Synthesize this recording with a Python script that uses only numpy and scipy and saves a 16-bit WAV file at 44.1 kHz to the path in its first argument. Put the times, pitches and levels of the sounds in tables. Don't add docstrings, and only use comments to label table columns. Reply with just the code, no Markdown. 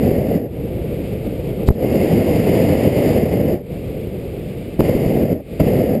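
import sys
import numpy as np
from scipy import signal
from scipy.fft import rfft, irfft
from scipy.io import wavfile
from scipy.ndimage import minimum_filter1d

SR = 44100
rng = np.random.default_rng(int(sys.argv[2]) if len(sys.argv) > 2 else 0)


def volts_from_db(level):
    exponent = np.asarray(level, float) / 20
    return 10 ** exponent


def store_wav(level_fs):
    pcm = np.round(np.clip(np.atleast_2d(level_fs), -1, 1) * 32767)
    wavfile.write(sys.argv[1], SR, pcm.T.astype(np.int16))


N = 264600

# t/s, roar level/dB, hiss level/dB
RUSH_LEVELS = [(.5, -34, -60.5), (.7, -34, -59), (1.0, -34, -56), (1.6, -32.5, -55.5), (3.7, -36.5, -58.5),
               (4.7, -38.5, -58.5), (5.5, -39, -58.5)]
# f/Hz, level/dB
RUSH_ROAR_COLOUR = [(12, -44), (20, -25), (54, -2.5), (202, -0.5), (221, -5.5), (489, -4.5), (597, -11.5),
                    (1120, -40), (1500, -43), (1950, -52), (3300, -120)]
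RUSH_HISS_COLOUR = [(710, -34), (1200, -2.5), (1250, -8.5), (1790, -7), (2130, 1.5), (2710, -1), (3280, -6),
                    (3800, -9), (4060, -12), (4930, -10), (5340, -19.5), (5900, -22.5), (7670, -65),
                    (13000, -120)]
RUMBLE_COLOUR = [(20, -19), (50, -4), (90, -4.5), (170, -4.5), (300, -39)]
ROAR_COLOUR = [(12, -50), (20, -24), (91, -1.5), (225, 0.5), (347, -3), (498, -2), (653, -9), (769, -17.5),
               (955, -38.5), (1500, -40), (1950, -36), (3300, -120)]
JET_COLOUR = [(760, 1), (1300, -15.5), (1530, -17), (2120, -1.5), (2340, -7.5), (2580, -7), (2920, -8),
              (3360, -16.5), (3760, -18.5), (4010, -22), (4910, -11.5), (5200, -18), (5680, -29),
              (5900, -25), (7670, -63), (13000, -120)]
# start t/s, lit t/s, final level/dB
UNLIT_GAS = [(1.657, 1.694, -43.5), (1.69, 1.75, -47), (4.804, 4.815, -50)]
# t/s, peak level/dB, push length/ms, sign (push 1 or pull -1)
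THUMPS = [(0.113, 0, 2.1, 1), (1.687, 1.5, 6.4, 1), (1.704, 3.5, 4.35, 1), (4.793, -11, 2.9, 1),
          (4.802, -8.5, 1.6, 1), (4.805, -3.5, 2.1, -1), (4.817, -1, 2.9, -1), (4.95, 1, 2.8, 1),
          (5.061, -1.5, 2.75, -1), (5.606, -7.5, 3.2, -1), (5.614, -4, 3.1, 1), (5.667, 0, 2.7, 1),
          (5.735, -0.5, 1.16, 1)]
# t/s, peak level/dB
CRACKS = [(1.688, 4), (1.709, -9), (4.806, 6), (5.605, -14)]
# opens t/s, full flame t/s, eases off t/s,
# shuts t/s, dying time/s, roar level/dB, jet hiss level/dB
BURSTS = [(-.1, 0.048, .15, .37, 0.097, -10.5, -34), (1.663, 1.678, 1.57, 1.73, .025, -16.5, -39.5),
          (1.74, 2.01, 3.1, 3.535, 0.079, -10.5, -30), (4.787, 4.854, 4.79, 5.32, .09, -7.5, -25.5),
          (5.589, 5.658, 5.57, 5.95, 0.059, -7, -27)]
# t/s, extra roar level/dB, half width/s (to 1/e of the extra dB)
SWELLS = [(2.58, 2, 0.12), (2.97, 1, 0.36), (3.5, 3, 0.095), (5.05, 0.5, .04), (5.22, 2, 0.033),
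          (5.7, 0.5, .04)]


def rms_one(x):
    return x / np.sqrt(np.mean(x ** 2) + 1e-20)


def in_time(rows):
    seconds, *columns = np.transpose(rows)
    return [np.interp(np.arange(N) / SR, seconds, column) for column in columns]


def coloured(spectrum):
    hz, db = np.transpose(spectrum)
    log_hz = np.log(np.arange(N // 2 + 1) * SR / N + 1)
    shape = volts_from_db(np.interp(log_hz, np.log(hz), db, -90, -90))
    return rms_one(irfft(rfft(rng.standard_normal(N)) * shape, N))


def drift(pole_hz):
    r = np.exp(-2 * np.pi * pole_hz / SR)
    noise = rng.standard_normal(N + SR)
    slow = signal.lfilter([1], [1, -2 * r, r * r], noise)
    return rms_one(slow[SR:])


def rush():
    rumble_db = -9
    roar_db, hiss_db = in_time(RUSH_LEVELS)
    roar = volts_from_db(roar_db + 0.93 * drift(25)) * coloured(RUSH_ROAR_COLOUR)
    hiss = volts_from_db(hiss_db + 0.5 * drift(14)) * coloured(RUSH_HISS_COLOUR)
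    rumble = volts_from_db(roar_db + rumble_db + 0.5 * drift(3.4)) * coloured(RUMBLE_COLOUR)
    return roar + hiss + rumble


def unlit_gas():
    t, swell = np.arange(N) / SR, np.zeros(N)
    for start, lit, db in UNLIT_GAS:
        swell += volts_from_db(db) * np.interp(t, [start, lit, lit + 0.003], [0, 1, 0])
    band = signal.butter(2, [2800, 5000], "band", fs=SR, output="sos")
    return swell * rms_one(signal.sosfilt(band, rng.standard_normal(N)))


def pressure_pushes():
    out = np.zeros(N)
    for s, db, ms, sign in THUMPS:
        near = np.arange(-1200, 1200) + round(s * SR)
        u = (near / SR - s) / (ms / 1000)
        before = -0.5 * np.exp(2.8 * np.minimum(u, 0))
        push = np.where(u > 0, np.sin(np.pi * np.clip(u, 0, 1)) ** 0.85, before)
        after = 0.48 * np.exp(-np.abs(u - 2)) * (u > 1)
        out[near] += np.sign(sign) * volts_from_db(db) * (push - after)
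    return out


def in_housing(pushes):
    housing_hz, width_hz, ring_gain = 400, 90, 2.2
    r, w = np.exp(-np.pi * width_hz / SR), 2 * np.pi * housing_hz / SR
    feed = np.array([1, 0, -1]) * (1 - r * r) / 2
    ring = signal.lfilter(feed, [1, -2 * r * np.cos(w), r * r], pushes + 1e-18)
    low_pass = signal.butter(5, 750, fs=SR, output="sos")
    return signal.sosfilt(low_pass, pushes + ring_gain * ring)


def flame_cracks():
    crack_s, edge_db = 0.00015, -27
    spikes = np.zeros(N)
    for s, db in CRACKS:
        spikes += volts_from_db(db) * np.exp(-np.abs(np.arange(N) / SR - s) / crack_s)
    band = signal.butter(3, [600, 1500], "band", fs=SR, output="sos")
    body = signal.sosfilt(band, spikes + 1e-18)
    edge = np.diff(spikes, prepend=0) * crack_s * SR
    return body + volts_from_db(edge_db) * edge


def thumps():
    return in_housing(pressure_pushes()) + flame_cracks()


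def valve_db(t, burst, first_db, slow_db_per_s, sag_db_per_s, dying_db):
    opens, full, eases, shuts, dying_s = burst[:5]
    opening_s, shut_db = 0.013, -42
    times = [opens, opens + opening_s, max(full, opens + 2 * opening_s)]
    first = first_db - slow_db_per_s * (full - opens)
    rise = np.interp(t, times, [shut_db, first, 0])
    easing = np.maximum(t - eases, 0)
    dying = np.maximum(t - shuts, 0) / dying_s
    return rise - sag_db_per_s * easing - dying_db * dying


def burner():
    out_db_per_s = 900
    jet_swell = 1.34
    t, out = np.arange(N) / SR, np.zeros(N)
    lumps = drift(46)
    roar = coloured(ROAR_COLOUR) * volts_from_db(1.3 * lumps + 0.37 * drift(12))
    jet = coloured(JET_COLOUR) * volts_from_db(0.65 * lumps + 0.087 * drift(27))
    swell_db = sum(db * np.exp(-((t - s) / width) ** 2) for s, db, width in SWELLS)
    for burst in BURSTS:
        opens, _, _, shuts, dying_s, roar_db, jet_db = burst
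        flame_db = valve_db(t, burst, first_db=-5.5, slow_db_per_s=3.5, sag_db_per_s=14.5, dying_db=11)
        gas_db = valve_db(t, burst, first_db=-4, slow_db_per_s=31, sag_db_per_s=29, dying_db=13)
        burning = volts_from_db(roar_db + flame_db + swell_db) * roar
        hissing = volts_from_db(jet_db + gas_db + jet_swell * swell_db) * jet
        gone_db = out_db_per_s * np.maximum(t - shuts - dying_s, 0)
        out += (t > opens) * volts_from_db(-gone_db) * (burning + hissing)
    return out


def scene():
    return (rush() + unlit_gas() + thumps() + burner())[None]


def gain_control(x):
    knee_db, squeeze = -13, 0.65
    hold_s, smooth_s = 0.064, 0.0021
    fall_db_per_s = 186
    fall, half_hold = fall_db_per_s * np.arange(N) / SR, round(hold_s * SR / 2)
    level = 20 * np.log10(np.abs(x) + 1e-9)
    recent = -minimum_filter1d(-level, 2 * half_hold + 1, origin=half_hold)
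    remembered = np.maximum.accumulate(recent + fall, axis=1) - fall
    cut_db = squeeze * np.maximum(remembered - knee_db, 0)
    r = np.exp(-1 / (smooth_s * SR))
    start = cut_db[:, 2000:2001] * r
    smooth_cut_db = signal.lfilter([1 - r], [1, -r], cut_db, zi=start)[0]
    return x * volts_from_db(-smooth_cut_db)


def soft_top(x):
    return x / (1 + np.abs(x / 0.99) ** 8) ** (1 / 8)


def sample_and_hold(x):
    converter_hz = 12000
    down, up = SR // 300, converter_hz // 300
    slow = signal.resample_poly(x, up, down, axis=1)
    held = np.repeat(slow, 4, axis=1)
    return signal.resample_poly(held, down, 4 * up, axis=1)[:, :N]


def treble_limit(x):
    roll_off = signal.butter(2, 13900, fs=SR, output="sos")
    cut = signal.cheby2(16, 80, 16600, fs=SR, output="sos")
    return signal.sosfilt(cut, signal.sosfilt(roll_off, x))


def top_cut(x):
    return signal.sosfilt(signal.butter(12, 16440, fs=SR, output="sos"), x)


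def record(dry):
    preamp_db = 11.5
    levelled = gain_control(dry * volts_from_db(preamp_db))
    converted = sample_and_hold(soft_top(levelled))
    mix = treble_limit(converted)
    return top_cut(mix)


dry = scene()
out = record(dry)
store_wav(out)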